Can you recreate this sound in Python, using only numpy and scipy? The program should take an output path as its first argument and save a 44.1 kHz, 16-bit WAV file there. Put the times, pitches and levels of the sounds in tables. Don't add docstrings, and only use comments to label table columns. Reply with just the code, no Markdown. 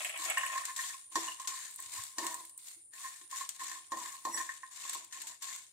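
import sys
import numpy as np
from scipy import signal
from scipy.fft import rfft, irfft
from scipy.io import wavfile
from scipy.ndimage import map_coordinates

SR = 44100
rng = np.random.default_rng(int(sys.argv[2]) if len(sys.argv) > 2 else 0)


def digitize_waveform(pressure):
    field = np.atleast_2d(pressure).T
    bounded = np.clip(field, -1, 1)
    quanta = np.round(bounded * 32767).astype(np.int16)
    wavfile.write(sys.argv[1], SR, quanta)


N = 252260
TIME = np.arange(N) / SR
RING_TIME = TIME[:SR // 2]
SIDES = np.array([[.5], [-.5]])

# (frequency [Hz], relative level [dB], t60 [s])
PAN_MODES = [(295.5, -24, 0.086), (329, -9.5, 0.15), (366.6, -13, 0.09), (500, -15, 0.018),
             (558, -6, 0.043), (669, -7.5, 0.072), (740, -11, 0.052), (975.7, 3.5, 0.075),
             (1004.4, -0.5, 0.088), (985, -15.5, 0.064), (1035, -8, 0.084), (1059.9, 17.5, 0.067),
             (1140, -24, .06), (1560, -13, 0.06), (1720, -23, 0.08), (1742, -7.5, 0.077),
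             (1811.5, 0.5, 0.057), (1846, -3, 0.074), (1990, -2, 0.021), (2080, -23.5, 0.1),
             (2380, -34, 0.064), (2890, -13, 0.07)]
# (low edge [Hz], high edge [Hz])
PAN_REGISTERS = [(275, 1030), (1000, 1250), (1330, 2700)]
# (frequency [Hz], relative level [dB], t60 [s])
UPPER_WALL_MODES = [(2670, -2, 0.11), (3320, -11, 0.0044), (4090, -9, 0.063), (4573, -3.5, 0.062),
                    (5740, 0.5, 0.03), (6400, -9, 0.02), (7600, -10, 0.035), (7400, -8, 0.017),
                    (8450, -9, 0.03), (9900, -12, 0.017)]
# (frequency [Hz], relative level [dB], t60 [s])
SPOON_MODES = [(630, -16, 0.03), (700, -10, 0.03), (2080, -14, 0.069), (2229, 12.5, 0.028),
               (2523, 7, 0.041), (2820, -1, 0.069), (3200, -12.5, .03), (7300, -10, .035),
               (7920, 2.5, 0.079), (7810, -1, .03), (10060, -11, 0.12), (11600, -11.5, 0.017)]
# (frequency [Hz], left minus right [dB])
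METAL_BALANCE = [(330, -7.5), (670, 8.5), (1060, -4), (1850, 2.5), (2800, 3.5), (8000, -1), (12000, 13)]
# (time [s], rocking [dB], base [dB], wall [dB], contact tick [dB])
SPOON_KNOCKS = [(0.372, -81, -35, -32, -43), (0.409, -83, -41, -45, -63), (0.433, -85, -36.5, -36, -59),
                (0.499, -85, -61, -47, -65), (0.531, -79, -43, -50, -62), (0.577, -83, -44.5, -41.5, -42.5),
                (0.636, -84, -65, -49, -68), (0.681, -93, -44, -57, -62), (0.701, -90, -52, -58, -66),
                (0.79, -86, -46.5, -40, -62), (0.899, -90, -53.5, -50, -72), (0.942, -84, -54.5, -83, -64),
                (1.156, -38.5, -32.5, -39, -36.5), (1.282, -79, -74, -54, -60),
                (1.398, -90, -44.5, -63, -47), (1.446, -76, -48.5, -62, -54),
                (1.79, -73, -51.5, -56.5, -72), (2.183, -45, -46, -44.5, -38), (2.34, -61, -45, -56, -73),
                (2.935, -72, -71, -57, -57.5), (3.045, -85, -46.5, -58, -56), (3.213, -76, -62.5, -68, -56),
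                (3.326, -78, -42.5, -58, -51), (3.41, -90, -42.5, -59, -50), (3.595, -73, -56, -53, -50),
                (3.612, -83, -56, -54, -51), (3.714, -81, -56, -48.5, -46.5),
                (3.919, -44, -35.5, -50, -45.5), (3.934, -48.5, -51, -48.5, -67),
                (3.97, -71, -44, -63, -50), (4.251, -44, -35, -50.5, -43.5), (4.269, -46, -42.5, -55, -72),
                (4.345, -50, -53, -50, -60), (4.375, -86, -57, -42, -42.5), (4.4, -81, -43.5, -45.5, -62),
                (4.491, -73, -46, -40, -67), (4.632, -85, -47, -48.5, -67), (4.85, -64, -46.5, -62, -68),
                (4.95, -52.5, -43.5, -63, -54), (5.125, -95, -69, -54, -46.5)]
# (time [s], rough ringing [dB], clear note [dB])
WALL_SQUEAL = [(4.28, -57, -66), (4.305, -61, -69), (4.33, -52, -48.5), (4.358, -47, -42),
               (4.375, -53, -49), (4.41, -48, -49), (4.43, -62, -69), (4.45, -68, -72)]


def undb(db):
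    return 10 ** (np.asarray(db) / 20)


def rms(x):
    return np.sqrt(np.mean(x ** 2))


def curve(rows, column=1):
    rows = np.asarray(rows)
    return undb(np.interp(TIME, rows[:, 0], rows[:, column], left=-np.inf, right=-np.inf))


def at_hz(hz, rows, column=1):
    rows = np.asarray(rows, float)
    return np.interp(np.log(hz + 1), np.log(rows[:, 0]), rows[:, column])


def through(x, response):
    return signal.fftconvolve(np.atleast_2d(x), response, axes=1)[:, :np.shape(x)[-1]]


def fade(t60):
    return np.exp(-np.log(1000) * RING_TIME / max(t60, 1e-3))


def ring_noise():
    return rng.standard_normal((2, len(RING_TIME)))


def add(out, start_s, sound):
    i = max(int(start_s * SR), 0)
    out[:, i:i + sound.shape[1]] += sound[:, :N - i]


def unit_blow(x):
    return x / rms(x[:, :SR // 50])


def colour(rows, column=1, size=1024):
    magnitude = undb(at_hz(np.fft.rfftfreq(size, 1 / SR), rows, column))
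    cepstrum = irfft(np.log(magnitude))
    cepstrum[1:size // 2] *= 2
    cepstrum[size // 2 + 1:] = 0
    response = irfft(np.exp(rfft(cepstrum)))
    return response / np.linalg.norm(response)


def grains(rate, spread_db):
    chance = np.clip(rate / SR, 1e-4, 1)
    sizes = undb(spread_db * np.minimum(rng.exponential(size=N), 4.5))
    contacts = (rng.random(N) < chance) * sizes / np.sqrt(chance)
    return contacts / rms(contacts)


def flutter(rate, depth_db):
    knots = rng.standard_normal(4000)
    gain = undb(depth_db * np.interp(TIME * rate, np.arange(len(knots)), knots))
    return gain / rms(gain)


def bend(sound, depth, rate):
    lag_s = depth * np.log(flutter(rate, depth_db=2))
    positions = (TIME + lag_s) * SR
    return np.array([map_coordinates(side, [positions], order=3, mode="mirror") for side in sound])


def ring(modes, lo_hz, hi_hz, wash_db, wash_t60, skid_s):
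    apart_hz = 1500
    tones = 0
    for hz, db, t60 in modes:
        if lo_hz <= hz < hi_hz:
            lag = min(hz / apart_hz, np.pi / 2) * SIDES
            detuned_hz = hz * (1 + 0.0031 * rng.standard_normal())
            phase = 2 * np.pi * detuned_hz * RING_TIME + 0.32 * rng.standard_normal((2, 1))
            gain = undb(db + at_hz(hz, METAL_BALANCE) * SIDES)
            tones += gain * fade(t60) * np.sin(phase - lag)
    mid, side = ring_noise() * fade(wash_t60)
    band = signal.butter(4, [lo_hz, hi_hz], "band", fs=SR, output="sos")
    wash = signal.sosfilt(band, mid + side * SIDES * min(hi_hz / apart_hz, 2))
    onset = 1 - np.exp(-RING_TIME / max(skid_s, 1e-4))
    return unit_blow((unit_blow(tones) + undb(wash_db) * unit_blow(wash)) * onset)


def effort(part, release):
    # (start [s], rise [s], hold [s], settling [s], pods [dB], coating [dB], rocking [dB])
    strokes = [(-.012, 0.011, 0.063, 0.14, -45, -56, -66), (0.158, 0.071, 0.01, 0.28, -43, -42.5, -60),
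               (0.356, 0.078, 0.18, 0.092, -47, -47, -72), (0.641, 0.0064, 0.035, 0.21, -48, -53.5, -70.5),
               (0.759, 0.0052, 0.083, 0.27, -43, -49, -72.5), (1.119, 0.062, 0.1, 0.18, -45, -49.5, -55),
               (1.372, 0.03, 0.0083, 0.16, -52.5, -50, -87), (1.473, 0.0022, 0.15, 0.25, -47, -50, -68),
               (1.778, 0.0095, 0.22, 0.087, -52.5, -61.5, -65.5),
               (1.898, 0.038, 0.041, 0.26, -45, -52, -67), (2.177, 0.05, 0.066, 0.28, -47.5, -48, -45.5),
               (2.487, 0.0081, 0.14, .05, -75, -77.5, -86), (2.586, 0.09, 0.0073, 0.17, -54.5, -69.5, -88),
               (2.933, 0.091, 0.043, 0.29, -50, -52, -82), (3.304, 0.059, 0.054, 0.11, -45.5, -49, -78),
               (3.539, 0.0082, 0.014, 0.0486, -57, -70, -85), (3.592, 0.016, 0.096, 0.25, -47, -50.5, -63),
               (3.912, 0.087, 0.061, 0.31, -48, -49, -64), (4.228, 0.017, 0.16, 0.066, -55, -58, -65),
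               (4.354, 0.011, 0.012, 0.44, -47.5, -48, -67), (4.717, 0.21, 0.014, 0.17, -45, -52.5, -62),
               (5.112, 0.023, 0.18, 0.11, -51.5, -58, -66.5),
               (5.418, 0.0042, 0.097, 0.22, -45.5, -54, -72.5)]
    column = {"pods": 4, "coating": 5, "rocking": 6}[part]
    first_touch_db, settle_db = -10.5, 23.5
    approach_db_per_s, sag_db_per_s = 901, 12
    out = np.zeros(N)
    for row in strokes:
        start, rise, hold, settling = row[:4]
        t = TIME - start
        approach = approach_db_per_s * np.minimum(t, 0)
        building = first_touch_db * np.clip(1 - t / rise, 0, 1)
        easing = sag_db_per_s * np.clip(t - rise, 0, hold)
        dying = settle_db * (np.maximum(t - rise - hold, 0) / (release * settling)) ** 1.355
        out = np.maximum(out, undb(row[column] + approach + building - easing - dying))
    return out


def rustle(push, pod, count=4):
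    # (frequency [Hz], relative left [dB], relative right [dB])
    swish_spectrum = [(976, -42, -47), (4200, -5, 6.5), (5900, -11, -5), (8370, 5.5, 10.5),
                      (11050, -5, 2.5), (12860, 0, -3.5), (15200, -9.5, -1.5)]
    # (time [s], swish gain [dB])
    sliding = [(0, -4), (.9, -6.5), (1.3, -12), (1.7, -6), (2.7, 0.5), (3.1, -4), (3.8, -12), (4.35, 2),
               (4.62, -30), (4.8, -30), (5.7, -12)]
    tumble = 0
    turns = np.array([flutter(rate=25, depth_db=5) for _ in range(count)])
    for share in turns / np.linalg.norm(turns, axis=0):
        slips = grains(rate=650 * (push / push.max()) ** .5, spread_db=2) * share
        bearing = rng.uniform(0, 2 * np.pi, N)
        slips = slips * np.array([np.cos(bearing), np.sin(bearing)])
        shell = through(ring_noise() * (fade(0.001) + undb(-7) * fade(0.028)), pod)
        shell *= np.linalg.norm(pod, axis=1, keepdims=True) / np.linalg.norm(shell, axis=1, keepdims=True)
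        tumble += bend(through(slips, shell), depth=0.006, rate=8)
    skins = np.array([undb(1.5) * colour(swish_spectrum, 1), undb(1) * colour(swish_spectrum, 2)])
    swish = through(rng.standard_normal((2, N)), skins)
    catches = flutter(rate=73, depth_db=1.04)
    return push * catches * (undb(2) * tumble + curve(sliding) * swish)


def crackles(push, count=700):
    low_hz, high_hz = 2020, 8760
    smallest_db, spread_db = -2, 4.5
    t = RING_TIME[:SR // 50]
    decay = fade(t60=0.018)[:len(t)]
    out = np.zeros((2, N))
    for when, tone, rarity, turn in rng.random((count, 4)):
        i = int(when * (N - 1))
        size = push[i] * undb(smallest_db + spread_db * min(-np.log(rarity), 3))
        hz = low_hz * (high_hz / low_hz) ** tone
        ping = size * decay * np.sin(2 * np.pi * hz * t)
        bearing = 2 * np.pi * turn
        add(out, TIME[i], np.outer([np.cos(bearing), np.sin(bearing)], ping))
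    return out


def rub(body, gain, rate, spread_db, bend_depth=0.00033):
    bouts = np.minimum(flutter(rate=32, depth_db=4), 2)
    slips = grains(rate, spread_db) * rng.choice([-1, 1], N) * bouts
    ringing = through(slips * gain, body / np.sqrt(np.sum(body ** 2) / 2))
    return bend(ringing, bend_depth, rate=30)


def scrape():
    # (time [s], level [dB])
    chatter = [(0, -40.5), (.1, -50), (.135, -46), (.17, -51.5), (.34, -45.5), (.52, -48.5), (.66, -55.5)]
    rocking_hz, base_hz, wall_hz = PAN_REGISTERS
    drag = effort("coating", release=0.61)
    shove = effort("rocking", release=0.61)
    rocking = ring(PAN_MODES, *rocking_hz, wash_db=-16.5, wash_t60=0.024, skid_s=0.0012)
    out = rub(rocking, np.hypot(shove, rattle()), rate=700, spread_db=2, bend_depth=0.0024)
    base = ring(PAN_MODES, *base_hz, wash_db=-49.5, wash_t60=0.013, skid_s=0.0024)
    out += rub(base, undb(-1.5) * drag, rate=700, spread_db=2, bend_depth=0.00017)
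    wall = ring(PAN_MODES, *wall_hz, wash_db=-11, wash_t60=0.096, skid_s=0.00025)
    wall_drive = np.hypot(undb(-5) * drag, undb(-7.5) * bites())
    out += rub(wall, wall_drive, rate=900, spread_db=3)
    spoon = ring(SPOON_MODES, 640, 3440, wash_db=-1, wash_t60=0.032, skid_s=0.0015)
    out += rub(spoon, curve(chatter), rate=500, spread_db=3.5)
    upper_wall = ring(UPPER_WALL_MODES, 5000, 12500, wash_db=-6, wash_t60=0.014, skid_s=0.0017)
    return out + rub(upper_wall, curve(WALL_SQUEAL), rate=2500, spread_db=3, bend_depth=0.00078)


def burner():
    # (frequency [Hz], relative level [dB])
    room_tone = [(25, 6), (60, -11), (100, 19.5), (200, 9), (330, 10.5), (600, 7.5), (1500, -4),
                 (4000, -12), (8000, 8.5), (10000, 14.5), (11000, -9), (13500, 3), (16000, -17)]
    # (centre [Hz], nominal width [Hz], level before the drift [dB])
    jets = [(7330, 230, -75.5), (8750, 210, -62.5), (9470, 210, -60.5), (9600, 140, -63.5),
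            (9950, 110, -73.5)]
    # (time [s], gain [dB])
    drift = [(0, 4), (1.8, 0.5), (2.9, 0), (3.9, -2.5), (4.7, -3), (5.4, -9)]
    drift_db = np.interp(TIME, *np.transpose(drift))
    hz = np.fft.rfftfreq(N, 1 / SR)
    out = undb(-73.5) * through(rng.standard_normal((2, N)), colour(room_tone, size=4096)[None])
    for centre, width, db in jets:
        band = (1 + ((hz - centre) / (width * 0.48)) ** 2) ** -4.6
        jet = irfft(rfft(rng.standard_normal((2, N))) * band, N)
        out += undb(db + drift_db) * jet / rms(jet)
    return out


def clinks():
    # (time [s], stem [dB], handle [dB], bowl [dB])
    touches = [(0.0468, -58, -37.5, -40), (0.0941, -60.5, -42.5, -45), (0.159, -68, -43.5, -51),
               (0.175, -68, -62.5, -44.5), (0.258, -53, -48, -54.5), (0.2993, -53, -38, -34.5),
               (0.3805, -55, -40, -37), (0.4622, -62.5, -42.5, -41.5)]
    out = np.zeros((2, N))
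    for s, stem_db, handle_db, bowl_db in touches:
        stem = ring(SPOON_MODES, 560, 780, wash_db=-1, wash_t60=0.059, skid_s=0.001)
        handle = ring(SPOON_MODES, 1670, 3200, wash_db=-1.5, wash_t60=0.1, skid_s=0.00092)
        bowl = ring(SPOON_MODES, 7600, 13500, wash_db=-6.5, wash_t60=0.036, skid_s=0.0003)
        add(out, s, undb(stem_db) * stem + undb(handle_db) * handle + undb(bowl_db) * bowl)
    return out


def thuds():
    # (time [s], level [dB])
    landings = [(0.193, -63), (0.246, -65), (1.163, -43.5), (1.48, -68.5), (2.206, -54), (2.228, -51.5),
                (2.764, -73.5), (3.213, -72.5)]
    out = np.zeros((2, N))
    for s, db in landings:
        add(out, s, undb(db) * ring(PAN_MODES, 295, 420, wash_db=-7, wash_t60=0.083, skid_s=0.0048))
    return out


def bites(half_length_s=0.019):
    # (time [s], level [dB])
    swells = [(0.231, -44), (0.568, -33), (0.70, -43.5), (0.84, -47), (1.283, -37.5), (2.276, -41.5),
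              (3.063, -46), (3.421, -46), (3.994, -48), (4.06, -43.5), (4.133, -45.5), (4.409, -39.5),
              (4.875, -47), (5.17, -52)]
    return sum(undb(db) * np.exp(-((TIME - s) / half_length_s) ** 2) for s, db in swells)


def bowed_base(note_hz=1058):
    phase = 2 * np.pi * np.cumsum(note_hz * flutter(rate=160, depth_db=0.22)) / SR
    grip = flutter(rate=130, depth_db=3.5)
    balance = undb(at_hz(note_hz, METAL_BALANCE) * SIDES)
    return bites() * grip * balance * np.sin(phase - 0.73 * SIDES)


def snaps(pod, splinter_t60=0.12):
    # (time [s], t60 of the crack [s], body peak [dB], skin peak [dB])
    cracks = [(0.254, 0.037, -26, -37), (0.653, .025, -24.5, -33), (0.766, .04, -29, -46),
              (1.416, 0.018, -40, -34.5), (1.474, 0.014, -22.5, -40), (1.478, 0.12, -24.5, -47),
              (1.709, .003, -55, -37), (1.741, .004, -55, -32.5), (1.76, .004, -54, -29),
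              (1.802, .004, -50, -27), (1.825, .004, -53, -34), (2.037, .012, -32, -31.5),
              (2.246, .02, -38, -32), (2.2665, 0.016, -22.5, -22), (2.343, 0.015, -29.5, -24.5),
              (2.4, .01, -58, -42), (2.452, 0.0073, -41.5, -35), (2.495, 0.014, -50, -38.5),
              (2.577, 0.011, -62, -31), (2.684, .025, -32.5, -53), (3.312, 0.042, -30, -39),
              (3.491, 0.01, -23, -27), (3.681, 0.013, -31.5, -43), (4.895, 0.021, -28, -25),
              (4.932, 0.037, -30, -32), (4.947, .02, -29, -31), (5.045, .02, -40, -38),
              (5.216, .04, -29, -42), (5.219, 0.031, -32, -34), (5.27, 0.17, -32, -39),
              (5.4243, .04, -30, -35), (5.561, 0.016, -39, -36)]
    # (frequency [Hz], relative level [dB])
    skin_spectrum = [(1000, -29), (3000, -36), (6000, -24.5), (7300, -3.5), (8200, 6.5), (9300, -7.5),
                     (10800, -15), (13000, -6.5), (15500, -13.5)]
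    skin = colour(skin_spectrum)[None]
    out = np.zeros((2, N))
    for s, t60, body_db, skin_db in cracks:
        pop = through(ring_noise() * (fade(t60) + undb(-9.5) * fade(splinter_t60)), pod)
        tick = through(ring_noise() * (fade(t60) + undb(-6) * fade(0.045)), skin)
        add(out, s, undb(body_db) * pop / np.abs(pop).max() + undb(skin_db) * tick / np.abs(tick).max())
    return out


def knocks(pod):
    rocking_hz, base_hz, wall_hz = PAN_REGISTERS
    out = np.zeros((2, N))
    for s, rocking_db, base_db, wall_db, tick_db in SPOON_KNOCKS:
        rocking = ring(PAN_MODES, *rocking_hz, wash_db=-11, wash_t60=0.16, skid_s=0.0012)
        base = ring(PAN_MODES, *base_hz, wash_db=-43.5, wash_t60=0.021, skid_s=0.007)
        wall = ring(PAN_MODES, *wall_hz, wash_db=-24, wash_t60=0.15, skid_s=0.0024)
        add(out, s, undb(rocking_db) * rocking + undb(base_db) * base + undb(wall_db) * wall)
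        tick = unit_blow(through(ring_noise() * fade(0.086), pod))
        upper_wall = ring(UPPER_WALL_MODES, 2770, 6500, wash_db=-10, wash_t60=0.44, skid_s=0.0001)
        add(out, s, undb(tick_db) * tick + undb(2.075 * tick_db + 37) * upper_wall)
    return out


def rattle(fall_db_per_s=156):
    return sum((TIME >= s) * undb(rocking_db - 2 - fall_db_per_s * np.abs(TIME - s))
               for s, rocking_db, *_ in SPOON_KNOCKS)


def rim_taps():
    # (time [s], level [dB])
    taps = [(0.373, -41), (0.409, -45), (0.436, -50), (1.28, -46), (1.316, -47.5)]
    out = np.zeros((2, N))
    for s, db in taps:
        add(out, s, undb(db) * ring(PAN_MODES, 2710, 3030, wash_db=0, wash_t60=0.054, skid_s=0.00091))
    return out


def judder(groan_hz=100):
    # (time [s], level [dB])
    slide = [(1.86, -69), (1.95, -84), (2.0, -54.5), (2.05, -84), (2.11, -90)]
    return curve(slide) * flutter(rate=45, depth_db=3) * np.sin(2 * np.pi * groan_hz * TIME)


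def squeak(slip_hz=1940):
    # (multiple of the slip rate, relative level [dB])
    partials = [(1, -3.5), (3, -11), (4, 3.5), (5, -4), (6, -12)]
    phase = 2 * np.pi * np.cumsum(slip_hz * flutter(rate=300, depth_db=0.12)) / SR
    note = np.zeros((2, N))
    for side in note:
        for multiple, db in partials:
            gain = undb(db) * flutter(rate=150, depth_db=6.5)
            side += gain * np.sin(multiple * phase + rng.uniform(0, np.pi))
    return curve(WALL_SQUEAL, column=2) * note


def room(x, wet_db, t60, damp_hz):
    tail = ring_noise() * fade(t60) * (RING_TIME > 0.005)
    tail /= np.sqrt(np.sum(tail ** 2) / 2)
    tail = signal.sosfilt(signal.butter(1, damp_hz, fs=SR, output="sos"), tail)
    return x + undb(wet_db) * through(x, tail)


def scene():
    # (frequency [Hz], relative left [dB], relative right [dB])
    pod_spectrum = [(310, -49, -45), (467, -41.5, -46), (700, -18.5, -22), (850, -19.5, -23),
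                    (1360, -17, -16), (2110, -13.5, -11.5), (3040, -12, -14.5), (4150, -9.5, -9),
                    (5030, -12, -15), (6250, -7.5, -10.5), (7260, 1, -7.5), (8240, -10, -2),
                    (9080, -17.5, -11.5), (10800, -16.5, -21.5), (12800, -16, -21), (15700, -34.5, -35)]
    pod = np.array([undb(5.5) * colour(pod_spectrum, 1), undb(1.5) * colour(pod_spectrum, 2)])
    push = effort("pods", release=0.84)
    stirring = rustle(push, pod) + crackles(push) + scrape() + bowed_base() + squeak()
    stirring += knocks(pod) + thuds() + rim_taps() + clinks() + snaps(pod) + judder()
    return room(stirring, wet_db=-8, t60=0.3, damp_hz=9400) + burner()


def record(dry):
    top_hz = 15600
    return signal.sosfilt(signal.ellip(8, 0.2, 70, top_hz, fs=SR, output="sos"), dry)


dry = scene()
out = record(dry)
digitize_waveform(out)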